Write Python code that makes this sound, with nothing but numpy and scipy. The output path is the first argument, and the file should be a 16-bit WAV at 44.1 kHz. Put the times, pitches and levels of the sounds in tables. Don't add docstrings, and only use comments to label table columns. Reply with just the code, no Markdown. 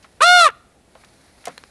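import sys
import numpy as np
from scipy import signal
from scipy.fft import rfft, irfft, next_fast_len
from scipy.io import wavfile
from scipy.ndimage import map_coordinates

SR = 44100
rng = np.random.default_rng(int(sys.argv[2]) if len(sys.argv) > 2 else 0)


def wav_out(sig):
    wavfile.write(sys.argv[1], SR, np.round(np.clip(np.atleast_2d(sig).T, -1, 1) * 32767).astype(np.int16))


N = 74970
T = np.arange(N) / SR

# frequency_hz, relative_db
AIR_SPECTRUM = [(20, -11.5), (35, -6.5), (58, 6), (110, -1), (230, -2.5), (450, -6.5), (750, -6),
                (1100, -18), (1800, -17.5), (3100, -20.5), (5000, -24.5), (10500, -23), (12000, -33.5)]
# frequency_hz, relative_db
RUSTLE_SPECTRUM = [(200, -4), (600, 4), (2200, 5.5), (3000, -4), (4200, 3.5), (8000, -7), (10200, 0.5),
                   (12000, -12)]
# time_s, level_db
RUSTLE_ENVELOPE = [(0, -60), (.1, -63.5), (.17, -63.5), (.85, -69.5), (.98, -58.5), (1.1, -58),
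                   (1.22, -57.5), (1.4, -57.5), (1.52, -54), (1.7, -58)]
# frequency_hz, t60_s
GARDEN_DECAY = [(200, .4), (1400, 0.57), (4000, 0.55), (10000, .25)]

# start_s, level_db, low_hz, high_hz, t60_s
CLAW_TICKS = [(.027, -51, 1510, 6100, 0.15), (0.0442, -41.5, 650, 2000, 0.075),
              (.9525, -42, 690, 2495, .025), (1.037, -44, 712, 2180, 0.044),
              (1.0465, -45, 800, 5660, 0.032), (1.441, -44.5, 495, 2440, .07),
              (1.4553, -24, 2500, 10300, 0.0047), (1.4555, -30, 600, 7400, 0.045),
              (1.4708, -27.5, 940, 8200, 0.01), (1.4806, -33.5, 990, 9200, 0.024)]
# start_s, gain_db
FOOT_LANDINGS = [(.9535, -41.5), (1.4714, -24.5), (1.4764, -30)]
# frequency_hz, relative_db, t60_s
LANDING_MODES = [(224.5, -15.5, 0.26), (464, 6.5, 0.027), (519, 0.5, 0.068), (628.5, -3, 0.063),
                 (708, 7, 0.044), (820, 1.5, 0.031), (1093, -1, 0.052), (1338, -14.5, 0.11),
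                 (2003, 7, 0.014)]
# start_s, gain_db, high_hz
HARD_TAPS = [(1.5787, -26, 9300), (1.5808, -29.5, 5000), (1.638, -29.5, 5000)]
# frequency_hz, relative_db, t60_s
HARD_TAP_MODES = [(490, -15, 0.021), (1126, -7.5, 0.011), (1660, -4, 0.0094), (1960, -8, 0.0078),
                  (2330, -2.5, 0.0049), (3300, -9, 0.0064), (4170, -7, .012)]

# time_s, pitch_hz
CAW_PITCH = [(.205, 468.6), (.215, 538.7), (.223, 605), (.237, 656.5), (.251, 692.2), (.29, 711.3),
             (.335, 720.2), (.37, 714.1), (.40, 697), (.44, 660.5), (.469, 590.2), (.48, 539.5),
             (.5, 421.4)]
# time_s, effort_db
CAW_ENVELOPE = [(.2044, -46), (.2076, -19.5), (.2172, -13.5), (.227, -12.5), (.235, -11), (.252, -11.5),
                (.29, -8.5), (.35, -9), (.398, -9), (.436, -11.5), (.466, -14.5), (.478, -18), (.491, -26),
                (.505, -40)]
# time_s, roughness
CAW_ROUGHNESS = [(.205, .7), (.226, .7), (.25, .22), (.29, .1), (.35, .08), (.385, .2), (.42, .45),
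                 (.465, .65), (.485, 1)]
# frequency_hz, gain_db
THROAT_RESPONSE = [(250, -39.5), (500, -9.5), (620, -10), (720, -5.5), (880, -11), (1020, -4), (1180, 7),
                   (1330, 0.2), (1450, -3.24), (1580, -7.5), (1930, -9), (2050, -20.5), (2160, -12.5),
                   (2800, -13.5), (3150, -20), (3550, -11), (4150, -11.5), (4700, -23), (5700, -22),
                   (6400, -30.5), (7200, -29.5), (9400, -32.5), (11000, -34), (12500, -51)]
# time_s, relative_db
RASP_ENVELOPE = [(.216, -22), (.226, -8), (.234, -13), (.255, -21), (.29, -29), (.35, -29), (.385, -23),
                 (.415, -18), (.455, -15), (.475, -18), (.5, -32)]
# frequency_hz, relative_db
RASP_SPECTRUM = [(300, -36.5), (700, -19), (1200, -5.5), (1800, -16), (3200, -12.5), (4300, -4), (5300, -5),
                 (7000, -6.8), (9200, -4.5), (10100, -11), (11000, -13), (12500, -38)]


def amp(db):
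    return 10 ** (np.asarray(db) / 20)


def unit(x):
    return x / np.sqrt(np.mean(x ** 2) + 1e-20)


def along(points, hz):
    frequencies, values = np.transpose(points)
    return np.interp(np.log(hz + 1), np.log(frequencies + 1), values)


def curve(points):
    return np.interp(T, *np.transpose(points))


def wobble(rate_hz):
    return map_coordinates(rng.standard_normal(N), [T * rate_hz], mode="wrap")


def filtered(x, response):
    size = next_fast_len(N + SR // 2)
    return irfft(rfft(x, size) * response(np.fft.rfftfreq(size, 1 / SR)), size)[:N]


def noise(spectrum):
    return unit(filtered(rng.standard_normal(N), lambda hz: amp(along(spectrum, hz))))


def band(x, low_hz, high_hz):
    edges_hz = [low_hz, np.clip(high_hz, low_hz + 100, SR / 2 - 100)]
    return signal.sosfilt(signal.butter(2, edges_hz, "band", fs=SR, output="sos"), x)


def decay(start_s, t60_s):
    return (T >= start_s) * np.exp(-np.log(1000) * np.maximum(T - start_s, 0) / t60_s)


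def crack(start_s, t60_s, low_hz, high_hz):
    envelope = decay(start_s, t60_s)
    burst = band(envelope * rng.standard_normal(N), low_hz, high_hz)
    return unit(burst) * np.sqrt(np.mean(envelope ** 2))


def ringing(start_s, modes, phase_wander_rad=0):
    out = np.zeros(N)
    for hz, level_db, t60_s in modes:
        phase = 2 * np.pi * (hz * (T - start_s) + rng.random())
        if phase_wander_rad:
            phase += phase_wander_rad * wobble(150)
        out += amp(level_db) * decay(start_s, t60_s) * np.sin(phase)
    return out


def background(air_db=-56):
    air = amp(air_db + .7 * wobble(2.7)) * noise(AIR_SPECTRUM)
    rustle = amp(curve(RUSTLE_ENVELOPE) + 1.2 * wobble(73)) * noise(RUSTLE_SPECTRUM)
    return air + rustle


def garden_reflections(x, ground_delay_s=.011, ground_db=-19.5, wall_db=-29, tail_db=-39):
    hz, time_s, spectra = signal.stft(rng.standard_normal(N), SR, nperseg=256)
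    damping = amp(-60 * time_s / along(GARDEN_DECAY, hz)[:, None])
    tail = band(signal.istft(spectra * damping, SR, nperseg=256)[1][:N], 200, 4180)
    walls = band(rng.standard_normal(N) * decay(.004, t60_s=.11), 200, 4550)
    response = amp(tail_db) * tail / np.linalg.norm(tail) + amp(wall_db) * walls / np.linalg.norm(walls)
    ground = amp(ground_db) * band(np.interp(T - ground_delay_s, T, x), 200, 5000)
    return ground + signal.fftconvolve(x, response)[:N]


def claws():
    return sum(amp(level_db) * crack(start_s, t60_s, low_hz, high_hz)
               for start_s, level_db, low_hz, high_hz, t60_s in CLAW_TICKS)


def feet(attack_s=.0044, scuff_db=-9.5):
    out = np.zeros(N)
    for start_s, gain_db in FOOT_LANDINGS:
        ring = ringing(start_s, LANDING_MODES, phase_wander_rad=1.12)
        friction = unit(band(rng.standard_normal(N), 295, 2040))
        scuff = amp(scuff_db) * decay(start_s, t60_s=.13) * friction
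        attack = 1 - np.exp(-np.maximum(T - start_s, 0) / attack_s)
        out += amp(gain_db) * attack * (ring + scuff)
    return out


def taps(click_db=-3):
    out = np.zeros(N)
    for start_s, gain_db, high_hz in HARD_TAPS:
        ring = ringing(start_s, HARD_TAP_MODES)
        click = amp(click_db) * crack(start_s, t60_s=.0044, low_hz=1510, high_hz=11500)
        out += amp(gain_db) * band(ring + click, 200, high_hz)
    return out


def rasp(phase, gain_db=2.77, depth=.59):
    pulsed_air = noise(RASP_SPECTRUM) * (1 + depth * np.cos(phase))
    return amp(curve(RASP_ENVELOPE) + gain_db) * unit(pulsed_air)


def voice(pitch_hz, phase, roughness, relative_effort_db, shimmer_db=3, dull_above_hz=3100):
    tilt_db_per_octave = 3.1 * np.minimum(relative_effort_db, 0)
    out = np.zeros(N)
    for k in range(1, 25):
        hz = k * pitch_hz
        octaves_above = np.log2(np.maximum(hz / dull_above_hz, 1))
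        level_db = along(THROAT_RESPONSE, hz) + tilt_db_per_octave * octaves_above
        level_db += shimmer_db * roughness * wobble(160)
        out += np.sqrt(2) * amp(level_db) * np.cos(k * phase + k * k)
    return out


def caw(flutter_hz=86, flutter_db=.5, rattle_db=4.2, jitter_depth=.018):
    effort_db = curve(CAW_ENVELOPE)
    roughness = curve(CAW_ROUGHNESS)
    sounding = (T > CAW_ENVELOPE[0][0]) & (T < CAW_ENVELOPE[-1][0])
    flutter_phase = 2 * np.pi * np.cumsum(flutter_hz * (1 + .1 * roughness * wobble(40))) / SR
    pitch_swing = .0095 * (1 + 2 * roughness)
    pitch_hz = curve(CAW_PITCH) * (1 + pitch_swing * np.cos(flutter_phase))
    jitter = jitter_depth * roughness * wobble(450)
    phase = 2 * np.pi * np.cumsum(pitch_hz * (1 + jitter)) / SR
    harmonics = voice(pitch_hz, phase, roughness, effort_db - np.median(effort_db[sounding]))
    swing_db = flutter_db + rattle_db * roughness ** 3
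    envelope = sounding * amp(effort_db + swing_db * np.sin(flutter_phase))
    return envelope * (harmonics + rasp(phase))


def scene():
    bird = caw() + claws() + feet() + taps()
    return (bird + garden_reflections(bird) + background())[None]


def record(dry):
    cutoff_hz = 12300
    rounded = dry[0] / (1 + np.abs(dry[0]) ** 16) ** (1 / 16)
    return filtered(rounded, lambda hz: 1 / (1 + (hz / cutoff_hz) ** 80))[None]


dry = scene()
out = record(dry)
wav_out(out)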